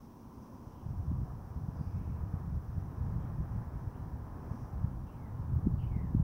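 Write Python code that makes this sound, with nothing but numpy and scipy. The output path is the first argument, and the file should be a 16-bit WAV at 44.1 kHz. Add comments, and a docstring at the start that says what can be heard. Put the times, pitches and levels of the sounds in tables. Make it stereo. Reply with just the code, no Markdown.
"""Low wind rumble on a phone's two microphone ports, over the hum of far traffic and passing tyres.
Insects stridulate on the right, merging into a hiss. Single eddies thump the left port.
Birds chirp faintly; near the end one gives two falling calls, each a rasp clearing to a whistle."""
import sys
import numpy as np
from scipy import signal
from scipy.fft import rfft, irfft
from scipy.io import wavfile
from scipy.ndimage import uniform_filter1d

SR = 44100
rng = np.random.default_rng(int(sys.argv[2]) if len(sys.argv) > 2 else 0)


def to_wav(sig):
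    """Store sig (one row per channel, or 1-D mono) as 16-bit WAV at the path in sys.argv[1].

    Samples outside -1..1 are clipped; the rate is SR.
    """
    pcm = np.clip(np.atleast_2d(sig), -1, 1) * 32767
    pcm = np.round(pcm).astype(np.int16)
    wavfile.write(sys.argv[1], SR, pcm.T)  # frames by channels


N = 274743
TIME_S, FREQ_HZ = np.arange(N) / SR, np.arange(N // 2 + 1) * SR / N

# breeze strength at the left port: time_s, level_db
BREEZE = [(0, -51), (.55, -55), (.82, -49.5), (.89, -33), (1.2, -32), (1.45, -36.5), (1.85, -30.5),
          (2.5, -31.5), (2.7, -35.5), (3.45, -33.5), (4.15, -37), (4.75, -39), (4.83, -29), (4.95, -39),
          (5.4, -34.5), (5.68, -27), (6.07, -34.5), (6.2, -28)]
# turbulence spectrum: freq_hz, relative_db
WIND_SPECTRUM = [(15, -22), (40, -6), (75, 1), (130, -2.5), (175, -9), (250, -28.5), (350, -35.5),
                 (600, -59), (1200, -97)]
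# far traffic spectrum: freq_hz, left_db_per_hz, right_db_per_hz
FAR_TRAFFIC = [(29.8, -92, -84.5), (88, -88, -79.5), (248, -75, -74.5), (329, -85.5, -82.5),
               (427, -87, -86), (627, -96.5, -91), (810, -91.5, -92), (1002, -86.5, -83),
               (1217, -98.5, -97), (1430, -107, -104), (2190, -117, -112), (3200, -122, -114),
               (3730, -130, -126)]
# tyre spectrum before pass gains: freq_hz, left_db_per_hz, right_db_per_hz
TYRE_SPECTRUM = [(200, -81.5, -80), (398, -89, -83.5), (595, -92.5, -84.5), (785, -84.5, -81),
                 (1010, -87, -86), (1277, -91, -89), (1503, -99.5, -93.5), (1673, -105, -93.5),
                 (2016, -114, -103), (2500, -121, -113), (4000, -135, -130)]
# road sound between the ports: freq_hz, coherence, left_lead_rad
ROAD_IMAGE = [(100, 0.57, -1.5), (290, 0.99, 0.15), (467, 0.92, -1.2), (620, 0.7, 1.14), (830, 0.41, 1.5),
              (1050, 0.56, 1.13), (1430, 0.16, 1.0), (1880, 0.24, 2), (3000, 0.4, 10)]
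# passing cars: nearest_s, gain_db, hiss_lift_db
CAR_PASSES = [(1.35, -.5, -3), (2.15, -7, 6.5), (3.35, 0.5, 4.5), (4.5, -1.5, -1.5), (5.7, -2.5, -3)]
# insect chorus spectrum before its gains: freq_hz, level_db_per_hz
INSECT_SPECTRUM = [(4200, -130), (4900, -110), (5750, -105.5), (6300, -110), (7200, -127), (8400, -121),
                   (9500, -119), (12000, -132)]
# chorus swells: peak_s, rise_db
INSECT_SWELLS = [(.42, 1.5), (1.88, 2), (4.57, 7)]
# vortices at the left port: nearest_s, level_db, pitch_hz
EDDIES = [(0.674, -29, 78), (0.865, -26.5, 97), (1.117, -18.5, 149), (1.218, -18.5, 112), (1.689, -19, 108),
          (1.813, -17.5, 113), (2.014, -24, 109), (2.237, -18, 81.5), (2.342, -17, 109), (2.48, -22, 91),
          (2.782, -19, 102), (3.163, -16, 97), (3.388, -20, 112), (3.876, -20.5, 82.5), (4.516, -19, 85),
          (4.846, -14, 97), (5.672, -8, 157), (5.742, -14, 95), (5.966, -16.5, 115), (6.15, -8.5, 143),
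          (6.201, -16.5, 117)]
# faint bird chirps: start_s, length_s, pitch_hz, level_db, rasp_share
CHIRPS = [(0.704, 0.162, 3110, -80, .6), (1.697, 0.28, 5020, -80, 0.77), (1.799, .38, 2374, -76, 1),
          (3.196, 0.057, 3180, -77, .55), (3.741, 0.061, 3170, -85, 0.5), (3.933, 0.022, 3000, -74, 0.93),
          (5.698, .15, 4470, -84, .2)]
# contour of one bird call: age_s, pitch_hz, relative_db, rasp_share
CALL_SHAPE = [(0, 2815, -7, 0.46), (.03, 2936, -1.5, 0.7), (.06, 2465, -3, 0.96), (0.114, 2330, -17, 0.47),
              (.155, 2167, 0.5, .15), (.21, 1988, 1, 0.2), (0.243, 1880, -11, .35), (0.349, 1670, -5, .4)]
# bird calls: start_s, level_db
CALLS = [(5.051, -69), (5.775, -61.5)]
# microphone self-noise: freq_hz, left_db_per_hz, right_db_per_hz
MIC_HISS = [(1000, -114, -115), (4000, -115, -115), (6000, -118, -118), (8500, -119, -119),
            (9800, -115, -118), (12000, -115.5, -117.5), (14200, -112, -117), (14900, -107, -117),
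            (15700, -105, -117)]


def undb(db):
    """Decibels to gain."""
    return 10 ** (np.asarray(db) / 20)


def spectra(rows):
    """Columns of a frequency table, interpolated on a log axis."""
    hz, *columns = np.transpose(rows)
    return np.array([np.interp(np.log(FREQ_HZ + 1), np.log(hz), c) for c in columns])


def white():
    """Spectra of two independent noises, 0 dB per Hz."""
    return rfft(rng.standard_normal((2, N))) * np.sqrt(SR / 2)


def shaped_noise(rows):
    """Two independent noises shaped by a dB table."""
    return irfft(white() * undb(spectra(rows)), N)


def unit_rms(x):
    """Each channel scaled to rms 1."""
    return x / np.sqrt(np.mean(x ** 2, axis=-1, keepdims=True))


def wander(rate_hz):
    """Random steps, smoothed twice; rms 1."""
    hold = int(SR / rate_hz)
    steps = np.repeat(rng.standard_normal(N // hold + 2), hold)
    return unit_rms(uniform_filter1d(uniform_filter1d(steps, hold), hold)[:N])


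def high_pass(x, edge_hz, order):
    """Zero-phase high-pass, -6 dB at the edge."""
    return irfft(rfft(x) * FREQ_HZ ** order / (FREQ_HZ ** order + edge_hz ** order), N)


def wind(gust_hz=7, churn_hz=38, churn_db=3, typical_db=-40, shelter_db=-5.5, gain_db=-1):
    """One breeze, separate turbulence per port; stronger flow holds more small, higher-pitched eddies."""
    left_db = np.interp(TIME_S, *np.transpose(BREEZE))
    right_db = typical_db + shelter_db + 0.75 * (left_db - typical_db)  # sheltered: follows in part
    flow_db = np.array([left_db + 2.05 * wander(gust_hz), right_db + 3 * wander(gust_hz)])
    flow_db += churn_db * np.array([wander(churn_hz), wander(churn_hz)])
    swirl = unit_rms(shaped_noise(WIND_SPECTRUM))
    swirl /= np.sqrt(uniform_filter1d(swirl ** 2, size=SR // 8, axis=1))  # flow alone sets the level
    small_eddies = high_pass(swirl, edge_hz=190, order=4)
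    brighten_db = 0.41 * (flow_db - typical_db)
    return undb(flow_db + gain_db) * (swirl - small_eddies + small_eddies * undb(brighten_db))


def road_noise(spectrum):
    """Part one wave reaching the ports out of phase, part diffuse."""
    coherence, lead_rad = spectra(ROAD_IMAGE)
    direct, diffuse = white()
    right = coherence * np.exp(-1j * lead_rad) * direct + np.sqrt(1 - coherence ** 2) * diffuse
    return irfft(np.array([direct, right]) * undb(spectra(spectrum)), N)


def far_traffic(waver_db=1, waver_hz=5.45):
    """Steady distant hum, wavering in moving air."""
    return road_noise(FAR_TRAFFIC) * undb(waver_db * wander(waver_hz))


def passing_cars(approach_s=0.38, recede_s=0.78, waver_db=1, waver_hz=12):
    """Tyre roar and hiss swell and fade with distance, wavering in moving air."""
    roar_power, hiss_power = 0, 0
    for nearest_s, gain_db, hiss_lift_db in CAR_PASSES:
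        half_power_s = np.where(TIME_S < nearest_s, approach_s, recede_s)
        along_road = (TIME_S - nearest_s) / half_power_s
        power = undb(gain_db) ** 2 / (1 + along_road ** 2)
        roar_power += power
        hiss_power += power * undb(hiss_lift_db) ** 2
    tyres = road_noise(TYRE_SPECTRUM)
    hiss = high_pass(tyres, edge_hz=1500, order=8)
    cars = (tyres - hiss) * np.sqrt(roar_power) + hiss * np.sqrt(hiss_power)
    return cars * undb(waver_db * wander(waver_hz))


def insects(start_db=1.5, fall_db_per_s=0.78, swell_s=0.14, flutter_hz=55, flutter_db=1.03, left_db=-17):
    """Many stridulations merge into a fluttering hiss on the right; it swells at times and dies down."""
    chorus = shaped_noise(INSECT_SPECTRUM)
    swells_db = sum(db * np.exp(-((TIME_S - peak_s) / swell_s) ** 2) for peak_s, db in INSECT_SWELLS)
    gain_db = start_db - fall_db_per_s * TIME_S + swells_db + flutter_db * wander(flutter_hz)
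    return chorus * undb(gain_db) * undb([[left_db], [0]])


def eddies(port_hz=850, reach_s=0.06):
    """A passing vortex swings the left port's pressure once or twice; a smaller one swings it faster."""
    pressure = np.zeros(N)
    for nearest_s, level_db, pitch_hz in EDDIES:
        near = np.abs(TIME_S - nearest_s) < reach_s
        passage = np.pi / 2 * pitch_hz * (TIME_S[near] - nearest_s)
        swing = np.exp(2j * np.pi * rng.random()) / (1 - 1j * passage) ** 5  # steep fall on both sides
        pressure[near] += undb(level_db) * swing.real
    left = irfft(rfft(pressure) / np.sqrt(1 + (FREQ_HZ / port_hz) ** 4), N)
    return np.array([left, np.zeros(N)])


def whistle(pitch_hz, rasp_share, tremor_depth=0.11, tremor_hz=1100):
    """Bird tone; a fast pitch tremor makes it rasp."""
    tremor = rasp_share * tremor_depth * wander(tremor_hz)
    return np.sin(2 * np.pi * np.cumsum(pitch_hz * (1 + tremor)) / SR)


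def chirps(rise_share=0.04):
    """Short rasping notes that climb slightly."""
    song = np.zeros(N)
    for start_s, length_s, pitch_hz, level_db, rasp_share in CHIRPS:
        progress = np.clip((TIME_S - start_s) / length_s, 0, 1)
        envelope = np.sqrt(2 * np.abs(np.sin(np.pi * progress)))
        glide_hz = pitch_hz * (1 + rise_share * (progress - 0.5))
        song += undb(level_db) * envelope * whistle(glide_hz, rasp_share)
    return song


def calls(edge_s=0.015):
    """A rasp clearing to a falling whistle; given twice, the second louder."""
    knots_s, *columns = np.transpose(CALL_SHAPE)
    song = np.zeros(N)
    for start_s, level_db in CALLS:
        age_s = TIME_S - start_s
        pitch_hz, shape_db, rasp_share = (np.interp(age_s, knots_s, c) for c in columns)
        gate = np.clip(np.minimum(age_s, knots_s[-1] - age_s) / edge_s, 0, 1)
        song += gate * undb(level_db + shape_db) * whistle(pitch_hz, rasp_share)
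    return song


def birds(t60_s=0.4, echo_db=-0.5, direct_db=-3, right_bias_db=6, port_lag_samples=6):
    """Chirps and calls from the right, scattered by trees and house fronts."""
    song = calls() + chirps()
    decay = np.exp(-np.log(1000) * TIME_S[:SR] / t60_s)
    tail = unit_rms(rng.standard_normal((2, SR)) * decay) / np.sqrt(SR)
    echoes = signal.fftconvolve(song[None], tail, axes=1)[:, :N]
    direct = np.array([song, np.roll(song, port_lag_samples)])
    pan = undb([[-right_bias_db / 2], [right_bias_db / 2]])
    return pan * (undb(direct_db) * direct + undb(echo_db) * echoes)


def scene():
    """Wind on the ports over road, insects and birds."""
    return wind() + far_traffic() + passing_cars() + insects() + eddies() + birds()


def record(dry, fade_s=0.004, top_hz=15780):
    """The microphones add hiss; the phone cuts the top."""
    hiss = shaped_noise(MIC_HISS)
    fade = np.clip(np.minimum(TIME_S, TIME_S[-1] - TIME_S) / fade_s, 0, 1)
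    low_pass = 1 / (1 + (FREQ_HZ / top_hz) ** 400)
    return irfft(rfft((dry + hiss) * fade) * low_pass, N)


dry = scene()
out = record(dry)
to_wav(out)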